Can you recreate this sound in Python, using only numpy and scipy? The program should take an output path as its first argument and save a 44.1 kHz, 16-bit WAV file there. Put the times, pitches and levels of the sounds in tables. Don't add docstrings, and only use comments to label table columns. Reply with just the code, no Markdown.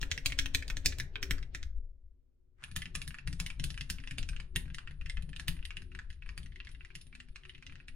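import sys
import numpy as np
from scipy import signal
from scipy.fft import rfft, irfft, next_fast_len
from scipy.io import wavfile
from scipy.ndimage import uniform_filter1d, map_coordinates

SR = 44100
rng = np.random.default_rng(int(sys.argv[2]) if len(sys.argv) > 2 else 0)


def generate_wav(sig):
    pcm = np.round(np.clip(np.atleast_2d(sig).T, -1, 1) * 32767).astype(np.int16)
    wavfile.write(sys.argv[1], SR, pcm)


N = 350595
SIZE = 8192
T = np.arange(SIZE) / SR
HZ = np.fft.rfftfreq(SIZE, 1 / SR)
TOP_HZ = 16300
USUAL_DB = -46

# start in seconds, cap level in dB, cap pitch in Hz,
# then switch, spring and desk thump levels in dB. Levels in all tables are relative.
PLUS_CONTACTS = [(0.0146, -54.5, 2610.0, -40, -62, -43), (0.0285, -36, 1930, -43.5, -55.5, -41.0),
                 (0.1148, -30, 2560, -33.5, -53, -44), (0.177, -37, 2110.0, -43.5, -61, -46),
                 (0.2594, -29, 2560, -28, -39.5, -36), (0.3007, -45.5, 2350, -66, -76.5, -59),
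                 (0.3217, -36, 2140, -45.5, -60.5, -45.5), (0.3888, -28, 2440, -28.5, -46, -38),
                 (0.4588, -36, 2500, -43.5, -55, -42.5), (0.5477, -27, 2760, -28.5, -43, -36.5),
                 (0.6242, -41, 1960, -52.5, -74, -67), (0.68, -48.5, 2600, -44.5, -59.5, -51.5),
                 (0.7006, -37.5, 2060, -41.5, -58.5, -45), (0.7692, -42.5, 1890, -40, -66, -42),
                 (0.8589, -28.5, 2500, -22.5, -38.5, -33.5), (0.9234, -43.5, 2100, -53, -71.5, -67.5),
                 (0.9852, -48.5, 2210.0, -47, -53.5, -44), (0.9993, -34.5, 2200, -37.5, -52.5, -43.5),
                 (1.1565, -36, 2400, -58, -73.5, -47.5), (1.2283, -35, 2550, -36.5, -50.0, -43),
                 (1.3087, -30, 2320, -36.5, -44.5, -35.5), (1.382, -51, 1663, -56.5, -85, -61),
                 (1.428, -50.5, 2300.0, -58, -75.5, -72), (1.5484, -38, 2090.0, -44, -63, -43.5),
                 (1.6294, -48, 2070, -50, -77.5, -61.5)]
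DIGIT_CONTACTS = [(2.6385, -42.5, 2160, -48, -55.5, -57.5), (2.714, -56.0, 2220, -57, -61.5, -49.5),
                  (2.7623, -38, 2600, -35.5, -43.5, -42), (2.8196, -40.5, 2260, -49.5, -55, -71),
                  (2.8565, -43, 2300, -52.5, -69.5, -50.5), (2.952, -37.5, 2520, -38, -45.5, -40.0),
                  (3.017, -43.5, 3020, -44.0, -52.5, -62.5), (3.077, -49, 2380, -46.0, -49.5, -44.5),
                  (3.1069, -48.5, 2460.0, -60, -74.0, -73), (3.1438, -44.5, 1970, -57.5, -68, -88),
                  (3.1859, -45, 2350, -58.5, -74, -61), (3.2746, -42.5, 2600, -46.5, -53.0, -38.0),
                  (3.3284, -50.5, 2580, -48.5, -58, -43.5), (3.4003, -38.5, 2280, -37.5, -45.5, -40.5),
                  (3.4631, -40, 2710, -44, -50.5, -53.0), (3.502, -41, 2370, -52, -60, -56),
                  (3.5977, -43.5, 2520.0, -46, -58, -37), (3.6401, -40.5, 2170, -36.5, -45, -39),
                  (3.7037, -48, 2950, -44.5, -57.5, -47.5), (3.743, -53.5, 2160, -56, -65, -82),
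                  (3.7764, -42.5, 2650, -52, -61, -73), (3.8097, -39.5, 2860, -43.5, -56, -45.5),
                  (3.9, -37, 2520, -37.0, -44, -42), (3.9848, -49, 2920, -64, -76, -54),
                  (4.0008, -57, 2110.0, -61.0, -74, -53), (4.0383, -49.5, 2380, -63.0, -71, -55.5),
                  (4.0741, -43, 2460, -52.5, -69.5, -56), (4.11, -41.5, 2350, -50.5, -58, -45),
                  (4.183, -38.5, 2360, -41, -48.5, -42.5), (4.2292, -48.5, 3060, -49, -78.5, -48),
                  (4.289, -43, 2880, -46, -54, -45.5), (4.332, -53.5, 2360, -68.0, -83.0, -53),
                  (4.3639, -45.5, 2670, -57, -99, -53.5), (4.4001, -45.5, 2270.0, -53.5, -68, -50),
                  (4.5603, -30.5, 2470, -35.5, -40.5, -37), (4.6569, -61, 2080.0, -71, -90, -46),
                  (4.6801, -60, 2270.0, -77, -86, -63.5), (4.7019, -54, 2100.0, -71, -82, -48),
                  (4.7456, -44, 2520.0, -48.5, -56, -59), (4.7842, -43, 2230, -50.5, -63.5, -60),
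                  (4.8743, -45, 2750, -62, -77, -62), (4.91, -55.5, 1880.0, -69, -71, -53),
                  (5.0123, -49.5, 1950, -64, -74.5, -54), (5.0601, -46, 2110, -55, -69, -52.5),
                  (5.0977, -40.0, 2200, -44.5, -54.5, -67), (5.1707, -43.5, 2180, -57.5, -72, -50.5),
                  (5.2236, -57.5, 2720, -61, -61.5, -48), (5.2917, -59.5, 2530.0, -66, -64.5, -51.5),
                  (5.3314, -49, 2470, -64, -89, -57), (5.3628, -45, 2440, -50.5, -59.5, -61.5),
                  (5.3969, -42.5, 1900, -45.5, -55, -52), (5.4811, -33.5, 3240, -34.5, -42, -35.5),
                  (5.5666, -57, 2260.0, -72.5, -76.0, -72), (5.5912, -58.0, 2160.0, -83, -76.5, -57.5),
                  (5.627, -51.5, 2250, -72.5, -75, -80), (5.6524, -43, 2420, -48.5, -53.5, -68),
                  (5.7062, -42, 2030, -57, -77, -79), (5.7692, -40, 2500, -50.5, -58.5, -52),
                  (5.82, -56.5, 1990.0, -60, -67, -49), (5.918, -55.5, 2160, -77, -90, -64),
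                  (5.9499, -46.5, 2220, -59, -68, -53), (5.9901, -42, 2120, -57, -87, -63),
                  (6.1027, -53, 2010.0, -60.5, -70, -59), (6.1287, -63.5, 2110.0, -66, -77.5, -68.5),
                  (6.2229, -50.0, 2120, -76, -83, -62), (6.2619, -54.0, 2020, -81.0, -74, -72),
                  (6.2911, -45, 1800, -55, -73.0, -59), (6.3774, -45.5, 2700, -48.0, -52, -46.5),
                  (6.4314, -60, 4000, -64, -67, -50.5), (6.4606, -54.5, 2190.0, -64, -72.5, -53.5),
                  (6.5216, -58.5, 2100.0, -90.0, -101, -59), (6.5593, -49.5, 2640, -66, -82, -65.5),
                  (6.6021, -43.5, 2130, -67, -96, -63), (6.649, -58, 2460, -61.5, -72, -79),
                  (6.671, -48.5, 2480, -65, -79, -58), (6.6912, -60, 1780.0, -62.0, -74.5, -57.5),
                  (6.7154, -64, 3200.0, -65, -65.5, -66.0), (6.7489, -56, 2250, -69, -81, -67.5),
                  (6.8083, -50.5, 2420, -85, -91, -70), (6.8487, -50.5, 2160, -63, -76, -79),
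                  (6.904, -53.5, 2060, -91.0, -94, -73), (6.9528, -45.0, 2400, -50, -56, -53),
                  (7.013, -65, 3160.0, -55.5, -59, -60), (7.0679, -67.0, 3160.0, -70.0, -66, -58),
                  (7.1279, -54.5, 2100, -86.5, -106, -60.0), (7.1515, -50.5, 2360.0, -57.5, -66, -77),
                  (7.2019, -47.5, 2230.0, -57.5, -77, -69), (7.2862, -64.5, 2240, -72, -77.0, -63.5),
                  (7.359, -46.5, 2660, -55, -71, -70.5), (7.4352, -56, 2950, -73, -88, -65),
                  (7.4522, -51, 2280, -65, -82.0, -80), (7.4951, -46.5, 2500, -73, -81, -82.5),
                  (7.5493, -51.5, 2770.0, -86, -87, -61.5), (7.5805, -60, 2660, -72, -87, -62.5),
                  (7.6252, -52.5, 2230.0, -63, -78.5, -72), (7.666, -48, 2470, -55, -78, -57),
                  (7.6966, -54, 2950, -74, -96, -54.5), (7.7234, -55, 2650, -66, -80, -51),
                  (7.7554, -53.5, 2280, -63, -92, -80), (7.8012, -53.5, 2600, -90, -93, -73),
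                  (7.8829, -48, 2380, -57.5, -63.5, -58.5)]
PLUS_MODES = {"cap": [(1590, 490, -2), (1870, 400, 2), (2370, 300, 0.5), (3418, 1100, -7)],
              "tick": [(3900, 2400, -8.5), (5184, 1700, 0.5), (5300, 1300, 0), (7270, 2900, -16)],
              "spring": [(8300, 1200, 1.5), (10200, 1200, 0), (12500, 13000, -3), (15900, 1500, -9.5)],
              "desk": [(81, 22, 6), (147.2, 38, 1.5), (273, 10, -1), (358, 29, -11), (470, 140, -16.5),
              (690, 2000, -24.5)]}
DIGIT_MODES = {"cap": [(1720, 375, -6), (2088, 348, 0), (2188, 516, 0), (2813, 555, -6)],
               "tick": [(3670, 710, -5), (4950, 675, -0.5), (5310, 1400, -4.5), (7920, 800, -14)],
               "spring": [(9150, 550, 0), (9750, 550, 0), (10250, 450, -4)], "desk": [(78, 16.3, 2),
               (140.2, 22, 1.5), (170.8, 12.5, 1), (240, 32.3, -15), (359.6, 8.7, -22), (730, 960, -46)]}
SNAP_MODES = [(8500, 9000, 1), (11510, 4600, 4), (14800, 2300, -16)]
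DESK_MODES = [(137.6, 16, 4.5), (167, 15, -5.5), (245.6, 6.9, -10.5), (267, 20.6, -9)]
CASE_EDGE_MODES = [(253, 22, -1.5), (367.7, 20, -3.5), (389.7, 50, -1), (523.5, 67, -3), (690, 160, -9.5)]
CASE_MIDDLE_MODES = [(362.7, 24, 8), (402, 78, -10.5), (530, 33, -5), (705, 76, -6)]
# frequency in Hz, level in dB.
AIR_COLOUR = [(15, -33), (25, -2), (70, -10), (200, -26.5), (263, -13.5), (317, -36.5), (363, -10),
              (405, -32.5), (439, -22.5), (734, -41), (16000, -62)]
SWAY_COLOUR = [(8, -4), (16, -0.5), (30, -1), (42, -5.5), (58, -6), (76, -7.5), (100, -19), (150, -25.5),
               (250, -45.5), (800, -77), (2000, -120)]
ROOM_COLOUR = [(100, -4), (400, 13.5), (1000, 0.5), (2000, -8), (5000, -11.5), (10000, 0.5), (15000, 4)]
RUB_COLOUR = [(400, -22.5), (1000, -5), (1700, 1), (2700, 4.5), (4500, -1), (7500, -22), (11000, -32.5),
              (15000, -34.5)]
BRUSH_COLOUR = [(500, -14), (1000, -2), (1350, 4.5), (2300, -1), (4000, -15.5), (9000, -21), (15000, -47)]
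COIL_COLOUR = [(5000, -45), (8300, -22), (9050, -1), (9850, 0), (10500, -14), (12000, -40), (13200, -21),
               (14500, -45)]
STEM_COLOUR = [(500, -13.5), (1000, -4.5), (1900, -2), (4000, -1.5), (7500, -6), (10000, -9.5),
               (11200, -21), (15000, -43)]
STABILISER_COLOUR = [(3000, -24.5), (4800, -10), (5750, 1.5), (6600, -7), (8000, -1), (10500, -5.5),
                     (13000, -8), (15500, -7)]
# time in seconds, level in dB.
HAND_WEIGHT = [(0, -46), (1.4, -42.5), (1.85, -48), (2.0, -61), (2.3, -67.5), (2.55, -61.5), (2.7, -56),
               (3.2, -58.5), (3.3, -42.5), (5.6, -45), (6.6, -47), (7.0, -53.5), (7.95, -58)]
HAND_SHOVES = [(0.02, -37), (0.44, -37), (0.729, -35.5), (1.335, -30.5), (1.66, -35), (1.77, -34),
               (2.03, -48.5), (4.219, -39.5), (4.32, -37.5), (5.018, -36.5), (5.17, -35), (5.6, -43),
               (6.06, -43), (6.29, -40.5), (6.75, -46), (7.31, -48.5), (7.918, -44.5)]
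FINGER_BRUSH = [(2.52, -120), (2.585, -80), (2.63, -57), (2.72, -70), (2.78, -120)]
# frequency in Hz, seconds to fall by 60 dB.
ROOM_T60 = [(200, 0.16), (800, 0.41), (2000, 0.29), (5500, .25), (10000, 0.14), (15000, 0.037)]
ECHO_DELAYS = [.0049, .0058, .0069, .0081, .026]
# left gain in dB, right gain in dB.
ECHO_DB = [(-29, -24), (-30.5, -8.5), (-19.5, -17.5), (-31, -17), (-35.5, -22)]
# frequency in Hz, left minus right in dB.
CAPSULE_BALANCE = [(60, 5.2), (150, 5.7), (350, 2), (1300, 0.8), (2500, 0), (5000, -1), (8000, -1.8),
                   (14000, -2)]
# frequency in Hz, lead of the left in radians.
CAPSULE_LEAD = [(300, -.1), (1500, 0.65), (2500, 0.96), (3700, 1.63), (5300, 1.86), (7000, 1.1),
                (16000, 1.5)]


def amp(db):
    return 10 ** (np.asarray(db) / 20)


def unit(x):
    return x / np.sqrt(np.mean(x ** 2) + 1e-20)


def along(points, hz):
    f, v = np.transpose(points)
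    return np.interp(np.log(hz + 1), np.log(f + 1), v)


def curve(rows):
    return np.interp(np.arange(N) / SR, *np.transpose(rows))


def filtered(x, response):
    m = next_fast_len(N + SR // 2)
    return irfft(rfft(x, m) * response(np.fft.rfftfreq(m, 1 / SR)), m)[..., :N]


def noise(colour):
    return unit(filtered(rng.standard_normal((2, N)), lambda hz: amp(along(colour, hz))))


def wobble(rate):
    knots = rng.standard_normal(int(N * rate / SR) + 4)
    coarse = np.arange(0, N + 32, 32)
    return np.interp(np.arange(N), coarse, map_coordinates(knots, [coarse * rate / SR]))


def wake(times, stroke_db, grows, rise_s, fall_s):
    power = np.bincount(np.round(times * SR).astype(int), amp(grows * (stroke_db - USUAL_DB)) ** 2, N)[:N]
    fade = lambda p, life: signal.lfilter([1], [1, -np.exp(-1 / (life * SR))], p)
    return np.sqrt(fade(power, fall_s) + fade(power[::-1], rise_s)[::-1] - power + 1e-20)


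def impacts(count, chatter, t60, rattle=0, rattle_t60=0.17):
    unit_energy = lambda x: x / np.linalg.norm(x, axis=1, keepdims=True)
    force = chatter * unit_energy(rng.standard_normal((count, SIZE)) * amp(-60 * T / t60))
    knocks = rng.standard_normal((count, SIZE))
    force += rattle * unit_energy(knocks * np.abs(knocks) * amp(-60 * T / rattle_t60))
    force[:, 0] += 1
    return force


def resonances(hz, modes):
    return sum((-1) ** k * amp(db) * 1j * hz * width / (centre ** 2 - hz ** 2 + 1j * hz * width)
               for k, (centre, width, db) in enumerate(modes))


def ring(force, modes, band_hz, detune, scatter_db, stretch=1, tilt_db=0):
    chance = rng.standard_normal((len(force), len(modes), 2))
    varied = [(hz * stretch * (1 + detune * chance[:, k, :1]), width,
               db + scatter_db * chance[:, k, 1:] + tilt_db * np.log2(hz / modes[0][0]))
              for k, (hz, width, db) in enumerate(modes)]
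    taper = np.minimum(1, 4 * (1 - T / T[-1])) ** 2
    sound = irfft(rfft(force) * resonances(HZ, varied)) * taper
    return signal.sosfilt(signal.butter(2, band_hz, "band", fs=SR, output="sos"), sound)


def place(sounds, times, db, span_s):
    power = np.sum(sounds ** 2 * np.clip((span_s - T) * SR, 0, 1), axis=1) / (span_s * SR)
    scaled = sounds * (amp(db) / np.sqrt(power))[:, None]
    index = np.round(times * SR).astype(int)[:, None] + np.arange(SIZE)
    return np.bincount(index.ravel(), scaled.ravel(), N)[:N]


def still_air(db):
    return noise(AIR_COLOUR) * amp(db)


def desk_sway(rows, weight_db, restless_db, push_db, shove_db, shove_top_hz):
    times, *_, thump_db = np.transpose(rows)
    smooth = lambda x: uniform_filter1d(x, size=3000)
    envelope = lambda x: np.sqrt(np.abs(smooth(smooth(x ** 2))) + 1e-6)
    even = lambda x: unit(x / envelope(x) ** 0.96)
    quick, slow = noise(SWAY_COLOUR)
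    slow = filtered(slow, lambda hz: 1 / (1 + (hz / shove_top_hz) ** 4))
    resting = amp(curve(HAND_WEIGHT) + weight_db + restless_db * wobble(rate=8.8))
    pushes = amp(push_db) * wake(times, thump_db, grows=1.0, rise_s=0.011, fall_s=0.036)
    shoves = amp(shove_db) * wake(*np.transpose(HAND_SHOVES), grows=0.95, rise_s=0.014, fall_s=0.032)
    return even(quick) * np.hypot(resting, pushes) + even(slow) * shoves


def microphone(x):
    half = np.array([[0.5], [-0.5]])
    gain = lambda hz: amp(half * along(CAPSULE_BALANCE, hz))
    return filtered(x, lambda hz: gain(hz) * np.exp(1j * half * along(CAPSULE_LEAD, hz)))


def room(x, early_db, early_t60, late_db, onset_s, count=40):
    hz, t, spectra = signal.stft(rng.standard_normal((count, 2, SIZE)), SR, nperseg=256)
    fade = amp(along(ROOM_COLOUR, hz)[:, None] - 60 * t / along(ROOM_T60, hz)[:, None])
    tail = signal.istft(spectra * fade, SR, nperseg=256)[1][..., :SIZE]
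    scatter = rng.standard_normal(tail.shape) * amp(-60 * T / early_t60)
    arrive = lambda h, db: amp(db) * unit(h * np.clip(T / onset_s - 1, 0, 1)) / np.sqrt(SIZE)
    hop = N // (count - 1) + 1
    padded = np.pad(x, (hop, 2 * hop))
    wet = np.zeros((2, N + 3 * hop + SIZE))
    for k, paths in enumerate(arrive(scatter, early_db) + arrive(tail, late_db)):
        piece = padded[k * hop:][:2 * hop] * np.sqrt(np.hanning(2 * hop))
        wet[:, k * hop:][:, :2 * hop + SIZE - 1] += signal.fftconvolve(piece[None], paths, axes=1)
    return wet[:, hop:hop + N]


def wall_echoes(x):
    return filtered(x, lambda hz: sum(amp(db)[:, None] * np.exp(-2j * np.pi * hz * delay)
                                      for delay, db in zip(ECHO_DELAYS, ECHO_DB)))


def murmur(modes, uneven_db, rate):
    total = 0
    for centre, width, db in modes:
        peak = np.concatenate(signal.iirpeak(centre, centre / (2 * width), fs=SR))
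        drone = unit(signal.sosfilt([peak, peak], rng.standard_normal(N)))
        total += drone * amp(db + uneven_db * wobble(rate))
    return unit(total)


def desk_and_case(rows, case_modes, desk_db, case_db, case_grows):
    times, *_, thump_db = np.transpose(rows)
    desk = murmur(DESK_MODES, uneven_db=4.0, rate=13)
    desk *= wake(times, thump_db, grows=0.66, rise_s=0.0091, fall_s=0.052)
    case = murmur(case_modes, uneven_db=6.0, rate=9.1)
    case *= wake(times, thump_db, case_grows, rise_s=0.046, fall_s=0.063)
    return amp(desk_db) * desk + amp(case_db) * case


def coil_shimmer(rows, db, flutter_db):
    times, *_, spring_db, _ = np.transpose(rows)
    travel = wake(times, spring_db, grows=0.34, rise_s=0.0027, fall_s=0.04)
    return unit(noise(COIL_COLOUR) * amp(flutter_db * wobble(rate=41))) * travel * amp(db)


def fingertips(plus_db, digit_db, grain_db):
    times, cap_db, *_ = np.transpose(PLUS_CONTACTS)
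    sliding = amp(plus_db) * wake(times, cap_db, grows=0.66, rise_s=0.009, fall_s=0.013)
    times, cap_db, *_ = np.transpose(DIGIT_CONTACTS)
    sliding += amp(digit_db) * wake(times, cap_db, grows=0.41, rise_s=0.0038, fall_s=0.021)
    rub = noise(RUB_COLOUR) * sliding
    brush = noise(BRUSH_COLOUR) * amp(curve(FINGER_BRUSH))
    return (rub + brush) * unit(amp(grain_db * wobble(rate=770)))


def stem_scrapes(rows, db, lead_s, rise_db):
    times, _, _, switch_db, *_ = np.transpose(rows)
    swell = amp(rise_db * np.minimum(T / lead_s, 1)) * np.clip((lead_s - T) * SR, 0, 1)
    scrapes = rng.standard_normal((len(times), SIZE)) * swell
    track = place(scrapes, np.maximum(times - lead_s, 0), switch_db + db, lead_s)
    return filtered(track, lambda hz: amp(along(STEM_COLOUR, hz)))


def stabiliser(db, grain_db):
    times, _, _, switch_db, *_ = np.transpose(PLUS_CONTACTS)
    buzz = unit(noise(STABILISER_COLOUR) * amp(grain_db * wobble(rate=520)))
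    return buzz * amp(db) * wake(times, switch_db, grows=0.79, rise_s=0.00097, fall_s=0.014)


def desk_thumps(rows, parts, db, top_hz):
    times, *_, thump_db = np.transpose(rows)
    force = impacts(len(times), chatter=0.33, t60=0.02)
    knocks = ring(force, parts["desk"], band_hz=(44, top_hz), detune=0.0052, scatter_db=2.0)
    return place(knocks, times, thump_db + db, span_s=0.016)


def keys(rows, parts, usual_hz, ping_db, ping_top_hz, snap_db, snap_grows, rattle):
    times, cap_db, pitch_hz, switch_db, spring_db, _ = np.transpose(rows)
    count = len(times)
    height = pitch_hz[:, None] / usual_hz
    clacks = ring(impacts(count, chatter=0.79, t60=0.022, rattle=rattle), parts["cap"],
                  band_hz=(1035, 4855), detune=0.01, scatter_db=2.0,
                  stretch=height ** 0.082, tilt_db=26 * np.log(height))
    ticks = ring(impacts(count, chatter=2.1, t60=0.011, rattle=3.0 * rattle), parts["tick"],
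                 band_hz=(2560, 7830), detune=0.035, scatter_db=-0.33)
    pings = ring(impacts(count, chatter=2.9, t60=0.02, rattle=4.5 * rattle), parts["spring"],
                 band_hz=(7740, ping_top_hz), detune=0.026, scatter_db=4.0)
    snaps = ring(impacts(count, chatter=3, t60=0.027, rattle=1.2, rattle_t60=0.2), SNAP_MODES,
                 band_hz=(5995, 16700), detune=0.04, scatter_db=3)
    snap_levels = snap_db + snap_grows * (spring_db - USUAL_DB)
    return (place(clacks, times, cap_db + 0.5, span_s=0.0054)
            + place(ticks, times, switch_db + 0.5, span_s=0.0046)
            + place(pings, times, spring_db + ping_db, span_s=0.0069)
            + place(snaps, times, snap_levels, span_s=0.004))


def scene():
    pad = keys(PLUS_CONTACTS, PLUS_MODES, usual_hz=2150, ping_db=0.5, ping_top_hz=17000,
               snap_db=-51.5, snap_grows=1.5, rattle=0.16)
    pad += keys(DIGIT_CONTACTS, DIGIT_MODES, usual_hz=2130, ping_db=-0.5, ping_top_hz=11360,
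                snap_db=-48, snap_grows=1.7, rattle=0.25)
    pad += stem_scrapes(PLUS_CONTACTS, db=-13.5, lead_s=0.011, rise_db=17)
    pad += stem_scrapes(DIGIT_CONTACTS, db=-6.5, lead_s=0.0064, rise_db=11)
    desk = desk_thumps(PLUS_CONTACTS, PLUS_MODES, db=-4.5, top_hz=1210)
    desk += desk_and_case(PLUS_CONTACTS, CASE_EDGE_MODES, desk_db=-60.5, case_db=-69, case_grows=0.25)
    desk += desk_thumps(DIGIT_CONTACTS, DIGIT_MODES, db=-1.5, top_hz=1110)
    desk += desk_and_case(DIGIT_CONTACTS, CASE_MIDDLE_MODES, desk_db=-57.5, case_db=-80, case_grows=0.15)
    sound = pad + desk + wall_echoes(pad)
    sound += room(pad + amp(-6.5) * desk, early_db=-5.5, early_t60=0.045, late_db=-7, onset_s=0.002)
    sound += desk_sway(np.vstack([PLUS_CONTACTS, DIGIT_CONTACTS]), weight_db=-2.5, restless_db=0.44,
                       push_db=-45, shove_db=-44, shove_top_hz=68)
    sound += coil_shimmer(DIGIT_CONTACTS, db=-70.5, flutter_db=4.5)
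    buzz = stabiliser(db=-65.5, grain_db=3.5)
    skin = fingertips(plus_db=-70, digit_db=-65, grain_db=4.0)
    return microphone(sound) + buzz + skin + still_air(db=-74.5)


def record(dry):
    return filtered(dry, lambda hz: hz < TOP_HZ)


dry = scene()
out = record(dry)
generate_wav(out)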